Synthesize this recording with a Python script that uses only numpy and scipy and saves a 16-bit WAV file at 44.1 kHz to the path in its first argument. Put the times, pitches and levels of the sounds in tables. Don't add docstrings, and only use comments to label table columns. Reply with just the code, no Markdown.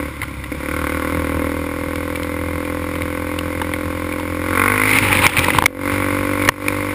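import sys
import numpy as np
from scipy import signal
from scipy.io import wavfile
from scipy.ndimage import uniform_filter1d

SR = 44100
rng = np.random.default_rng(int(sys.argv[2]) if len(sys.argv) > 2 else 0)


def inscribe(sig):
    pcm = np.round(np.clip(np.atleast_2d(sig).T, -1, 1) * 32767)
    wavfile.write(sys.argv[1], SR, pcm.astype(np.int16))


def field_ratio(decibels):
    return 10 ** (np.asarray(decibels, dtype=float) / 20)


N = 306054

# hz, width_hz, level_db
CASE_BRIGHT_MODES = [(2850, 680, -3.5), (3586, 324, 1.5), (5200, 10800, -7)]


def rms_one(x):
    return x / np.sqrt(np.mean(x ** 2) + 1e-20)


def in_time(rows):
    s, *columns = np.transpose(rows)
    return [np.interp(np.arange(N) / SR, s, c) for c in columns]


def butter(x, hz, kind, order=2):
    return signal.sosfilt(signal.butter(order, hz, kind, fs=SR, output="sos"), x)


def delayed(x, s):
    return np.r_[np.zeros(int(s * SR)), x][:N]


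def ring(x, hz, t60):
    r, w = field_ratio(-60 / (t60 * SR)), 2 * np.pi * hz / SR
    return signal.lfilter([0, np.sin(w)], [1, -2 * r * np.cos(w), r * r], x + 1e-18)


def ring_all(x, modes, tune=1):
    return sum(field_ratio(db) * ring(x, tune * hz, t60) for hz, db, t60 in modes)


def resonate(x, modes):
    out = 0
    for k, (hz, width_hz, db) in enumerate(modes):
        r = np.exp(-np.pi * width_hz / SR)
        b = np.array([1, 0, -1]) * (1 - r * r) / 2
        a = [1, -2 * r * np.cos(2 * np.pi * hz / SR), r * r]
        out = out + (-1) ** k * field_ratio(db) * signal.lfilter(b, a, x)
    return out


def blend(locked, free, free_share):
    return np.sqrt(1 - free_share) * rms_one(locked) + np.sqrt(free_share) * rms_one(free)


def grit(per_s, spread_db):
    sizes = field_ratio(spread_db * np.minimum(rng.exponential(1, N), 2.5)) * rng.choice([-1, 1], N)
    hits = sizes * (rng.random(N) < per_s / SR)
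    return rms_one(rms_one(hits) + 1.75 * rng.standard_normal(N))


def spray_db():
    # peak_s, level_db
    splashes = [(4.9, -31), (4.96, -17), (5.03, -18.5), (5.13, -17), (5.19, -17), (5.25, -15.5),
                (5.32, -13), (5.38, -21), (5.45, -22.5), (5.561, -14.5), (5.95, -32)]
    rise_db_s, fall_db_s = 143, 160
    t = np.arange(N) / SR
    power = 0
    for s, db in splashes:
        below_db = np.maximum(rise_db_s * (s - t), fall_db_s * (t - s))
        power = power + field_ratio(db - below_db) ** 2
    return 10 * np.log10(power + 1e-12)


def drops(per_s, cycles):
    clump = rms_one(butter(rng.standard_normal(N), 29, "low"))
    sizes = field_ratio(1.0 * np.minimum(rng.exponential(1, N), 4)) * rng.choice([-1, 1], N)
    born = rng.random(N) < per_s * field_ratio(4.5 * clump) / SR
    pitches, dealt = np.geomspace(850, 3900, 16), rng.integers(0, 16, N)
    lift = field_ratio(12.4 * np.exp(-(np.log(pitches / 2350) / 0.12) ** 2))
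    out = 0
    for k, (hz, gain) in enumerate(zip(pitches, lift)):
        out = out + gain * ring(sizes * born * (dealt == k), hz, cycles / hz)
    return rms_one(out)


def knocks():
    # start_s, peak_db, ring_hz, bright_db (re peak), length_ms
    bumps = [(0.216, -15.5, 2080, -22, 3.8), (0.225, -23, 994, -27, 6), (.236, -25, 1430, -20, 6.5),
             (.231, -18, 2100, -26, 4.9), (0.438, -22, 1980, -28, 6.7), (1.956, -22.5, 2240, -3, 4.3),
             (2.155, -19, 2310, -20, 8.1), (2.231, -26, 2070, 0.5, 3.5), (2.65, -24, 2310, -20, 4),
             (2.954, -14.5, 1110, -29.5, 1.8), (3.019, -15.5, 2180, -32, 2.9), (3.388, -15, 2770, -5, 2.6),
             (3.615, -12, 900, -13, 5.4), (3.736, -13.5, 2070, -19, 2.1), (4.123, -21, 2290, -12, 4.7),
             (4.196, -22, 980, -7.5, 5.5), (6.42, -18.5, 2215, -16, 8.4), (6.449, -17, 2220, -6, 4.4),
             (6.475, -15, 2180, -21, 4.2), (6.488, 11, 1850, -8, 2.2), (6.491, -3.5, 996, -37, 5.5),
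             (6.682, -5.5, 2340, -11, 2.6)]
    # start_s, peak_db, ring_hz, bright_db (re peak), length_ms
    lumps = [(4.934, -6, 2550, -19, 1.2), (4.986, 3, 2260, -26, 0.69), (5.127, -12, 2250, -23, 3),
             (5.189, -7, 2220, -17, 1.6), (5.265, 4.5, 2287, -33, 2.7), (5.275, -8, 2210, -7, 2.4),
             (5.294, -11, 2480, -6, 4.9), (5.357, -13, 990, -18, 2.2), (5.368, 1.5, 2390, -24, 1.1),
             (5.374, 3, 2140, -19, 1), (5.391, -3.5, 2340, 3.5, 1.2), (5.442, -11, 1950, -5, 4.6),
             (5.483, -8, 990, -29, 4.4), (5.503, -4.5, 2040, -30, 3.4), (5.548, -7, 1090, -28, 1.8),
             (5.585, 3, 1027, -36, 3.05), (5.622, 5.5, 980, -35, 1.9), (5.639, 0.5, 1000, -7, 1.7),
             (5.658, 9.5, 2187, -34, 6.4)]
    # start_s, peak_db, pitch_hz
    jolts = [
        (.215, -21, 100),
        (5.04, -28, 40),
        (5.376, -10, 125),
        (5.547, -5.5, 126),
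        (5.6, -15, 90),
        (5.65, -9, 112),
        (6.489, -8, 130),
    ]
    hits = [*bumps, *lumps]
    out, t = np.zeros(N + 2000), np.arange(1500) / SR
    for (s, db, hz, bright_db, ms), noise in zip(hits, rng.standard_normal((len(hits), len(t)))):
        shape = np.minimum(t / 0.0012, 1) * np.exp(-np.maximum(t - ms / 1000, 0) / 0.00091)
        wobble = np.cumsum(butter(noise, 500, "low")) * 0.039
        chatter = 1 + .5 * rms_one(butter(noise[::-1], 1380, "low"))
        tone = np.sin(2 * np.pi * hz * t + wobble) * chatter
        crack = field_ratio(bright_db) * rms_one(resonate(noise, CASE_BRIGHT_MODES))
        rough = 0.3 * rms_one(butter(noise, [850, 2700], "band"))
        out[int(s * SR):int(s * SR) + len(t)] += field_ratio(db) * shape * (tone + crack + rough)
    for s, db, hz in jolts:
        push = np.sin(2 * np.pi * hz * t) * np.minimum(t * hz, 1) * np.exp(-t * hz / 1.8)
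        out[int(s * SR):int(s * SR) + len(t)] += field_ratio(db) * push
    return out[:N]


def firings(phase, jitter_s, spread_db):
    # time_s, strength_db
    catches = [
        (.46, 3),
        (.488, -11),
        (.517, 7.5),
        (.575, -7),
        (.686, 2.5),
    ]
    at = np.flatnonzero(np.diff(np.floor(phase)))
    luck = rng.standard_normal((len(at), 2))
    strength_db = spread_db * luck[:, 1]
    for s, db in catches:
        strength_db[np.argmin(np.abs(at - s * SR))] = db
    clicks = np.zeros(N)
    late = (jitter_s * SR * luck[:, 0]).astype(int)
    clicks[np.clip(at + late, 0, N - 1)] = -field_ratio(strength_db)
    return clicks


def turbulence(clicks):
    puff_t60_s = .024
    blows = np.abs(clicks + 0.35 * delayed(clicks, 0.0041))
    puff = signal.lfilter([1], [1, -field_ratio(-60 / (puff_t60_s * SR))], blows)
    return puff * rng.standard_normal(N)


def frame_throb(phase, speed, stones, shut, loose, drowned):
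    # order, level_db, lead_rad
    firing_orders = [(2, 11, 0.04), (4, 4, 1.66)]
    waver_db, waver_hz = 2, 14
    turn = 2 * np.pi * phase
    orders = sum(field_ratio(db) * np.sin(order * turn + lead) for order, db, lead in firing_orders)
    orders += field_ratio(-27.0 + 43 * shut) * np.sin(3 * turn + 5.5)
    orders += shut * field_ratio(1.0) * np.sin(6 * turn)
    orders += field_ratio(-24.0 + 1.2 * (speed - 53)) * np.sin(turn)
    rumble = butter(rng.standard_normal(N), [60, 170], "band")
    throb = blend(orders, rumble, .24 * loose * (1 - shut / 2) * (1 - .7 * drowned))
    return throb * field_ratio(waver_db * rms_one(butter(stones, waver_hz, "low")))


def case_buzz(clicks, gated, stones, case_loose):
    # hz, width_hz, level_db
    buzz_modes = [(1850, 310, -16), (2102, 240, 3), (2417, 374, -4.5)]
    slap = rms_one(gated) + 0.39 * rms_one(clicks)
    buzz = blend(resonate(slap, buzz_modes), resonate(stones, buzz_modes), case_loose)
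    bright = blend(resonate(gated, CASE_BRIGHT_MODES), resonate(stones, CASE_BRIGHT_MODES), case_loose ** 0.2)
    return buzz, bright


def silencer_crack(clicks, gated, stones, pull, loose):
    # hz, level_db, t60_s
    silencer_modes = [(870, -52, 0.0079), (1061, 25.5, 0.01), (1371, 13, 0.019), (1522, -5, 0.13)]
    pull_bite, pull_thin = 0.58, 0.76
    snap = clicks - 0.49 * delayed(clicks, 0.005043)
    front = rms_one(ring_all(snap, silencer_modes[1:]))
    front = front + .25 * rms_one(ring_all(gated, silencer_modes))
    crack = blend(front, ring_all(stones, silencer_modes), loose ** 1.4)
    bite = pull_bite * resonate(crack, [(1470, 150, 0)])
    thinning = pull_thin * resonate(crack, [(950, 260, 0)])
    crack += np.clip(pull, 0, 1) * (bite - thinning)
    return butter(crack, 740, "high")


def pipe_bark(clicks, stones, pull, shut, loose, drowned):
    # hz, level_db, t60_s
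    pipe_modes = [(204, -33, 0.0067), (312, 11.5, 0.049), (399, 10, 0.014), (533.4, 6.5, 0.062),
                  (563, -10.5, 0.14)]
    pull_full, shut_thin = 0.5, 0.83
    round_trip = clicks - 0.21 * delayed(clicks, 0.004803)
    bark = ring_all(round_trip * (1 - drowned), pipe_modes, 0.94)
    bark = bark + ring_all(round_trip * drowned, pipe_modes, 0.855)
    bark = blend(bark, ring_all(stones, pipe_modes, 0.98), .3 * loose ** 2)
    bark += pull_full * np.clip(pull, 0, 1) * (1 - drowned) * resonate(bark, [(352, 73, 0)])
    bark -= shut_thin * shut * resonate(bark, [(430, 270, 0)])
    bark -= 0.75 * resonate(bark, [(125, 127, 0)])
    return bark


def quad(wet):
    # time_s, firings_per_s
    crank_speed = [(0.0, 36.87), (0.46, 33.0), (0.82, 40.0), (0.84, 36.27), (0.94, 39.86), (1.05, 39.05),
                   (1.18, 42.03), (1.22, 40.03), (2.17, 41.72), (4.41, 42.99), (4.57, 45.75), (4.77, 52.08),
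                   (4.98, 53.15), (5.03, 49.7), (5.34, 43.84), (5.7, 45.39), (5.87, 47.8), (6.94, 49.15)]
    # time_s, bark_db, pull (against the load: 1 full, below 0 slack and duller)
    throttle = [(0, -23, .2), (.085, -25.5, .1), (.11, -30, .2), (.48, -30.5, .1), (.55, -25, -.1),
                (.68, -24, .6), (.85, -22, .8), (1.42, -19, -.1), (1.75, -23, .05), (4.37, -23, .05),
                (4.6, -17.5, 0.86), (4.8, -20, 0.55), (5.05, -21, -.3), (5.5, -21, .2), (5.68, -13, -.9),
                (5.85, -20, .3), (6.5, -20, .2), (6.94, -23.5, .1)]
    start_phase, cruise_db, cruise_per_s = .97, -23, 42
    drown_s, drown_in_s, drown_hold_s, drain_s = 4.52, 0.057, 0.34, 0.25
    speed = in_time(crank_speed)[0]
    phase = start_phase + np.cumsum(speed) / SR
    bark_db, pull = in_time(throttle)
    load_db = bark_db - cruise_db
    shut = np.clip(-load_db / 10, 0, 1)
    faster = speed - cruise_per_s
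    revs = np.maximum(faster, 0)
    drown_times = np.cumsum([drown_s, drown_in_s, drown_hold_s, drain_s])
    drowned = np.interp(np.arange(N) / SR, drown_times, [0, 1, 1, 0])

    crack_db = -29.5 + load_db + 9 * pull + 0.1555 * faster + 1.5 * drowned
    throb_db = -28.5 + 0.67 * np.maximum(load_db, -3) + 0.1646 * revs + 3 * wet
    shake_db = 0.46 * load_db + 6 * pull + 0.585 * revs + 6.5 * wet
    buzz_db = -35 + shake_db + 4.5 * drowned
    bright_db = -40.5 + 0.75 * shake_db + 4.5 * wet

    loose = np.clip(.3 + 0.91 * shut - 0.071 * pull + 0.99 * wet ** 2, 0, 1)
    case_loose = np.clip(0.62 - 0.52 * pull + 0.3 * wet ** 2, 0, 1)
    case_loose *= np.clip(1 - 0.61 * drowned * (1 - wet ** 2), 0, 1)

    clicks = firings(phase, jitter_s=.00006, spread_db=0.5)
    stones = grit(per_s=900, spread_db=-1.5)
    gated = turbulence(clicks)
    throb = frame_throb(phase, speed, stones, shut, loose, drowned)
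    buzz, bright = case_buzz(clicks, gated, stones, case_loose)
    crack = silencer_crack(clicks, gated, stones, pull, loose)
    bark = pipe_bark(clicks, stones, pull, shut, loose, drowned)
    exhaust = field_ratio(bark_db) * bark + field_ratio(crack_db) * crack
    return exhaust + field_ratio(throb_db) * throb + field_ratio(buzz_db) * buzz + field_ratio(bright_db) * bright


def scene():
    dry_db, soaked_db = -39.5, -16
    notch_hz, notch_width_hz = 657, 84
    water_db = spray_db()
    wet = np.clip((water_db - dry_db) / (soaked_db - dry_db), 0, 1)
    sound = field_ratio(water_db) * drops(per_s=1100, cycles=27) + knocks() + quad(wet)
    sound -= 0.47 * resonate(sound, [(1.123 * notch_hz, notch_width_hz, 0)])
    sound -= 0.9 * resonate(sound, [(notch_hz, notch_width_hz, 0)])
    return sound[None]


def band_limit(x):
    return signal.sosfilt(signal.butter(12, 15740, fs=SR, output="sos"), x)


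def record(dry):
    # start_s, depth_db
    ducks = [
        (5.27, 7.5),
        (5.504, 3.5),
        (5.593, 8.5),
        (5.664, 16.5),
        (6.495, 13.5),
    ]
    hold_hz = 12000
    t, duck_db = np.arange(N) / SR, np.zeros(N)
    for s, depth_db in ducks:
        recovered_db = 120 * np.maximum(t - s - .065, 0)
        duck_db = np.maximum(duck_db, (t > s) * np.clip(depth_db - recovered_db, 0, None))
    x = butter(dry[0] * field_ratio(-uniform_filter1d(duck_db, size=60)), 34, "high")
    x = signal.sosfilt(signal.cheby2(10, 9, 5760, fs=SR, output="sos"), x)
    samples = signal.resample_poly(x, hold_hz // 300, SR // 300, window=("kaiser", 8))
    samples = np.clip(samples, -.99, .99)
    held = signal.resample_poly(np.repeat(samples, 4), SR // 300, 4 * hold_hz // 300)[:N]
    held = signal.sosfilt(signal.cheby2(12, 22, 15350, fs=SR, output="sos"), held)
    mix = np.clip(np.pad(held, (0, N - len(held))), -1, 1)[None]
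    return band_limit(mix)


dry = scene()
out = record(dry)
inscribe(out)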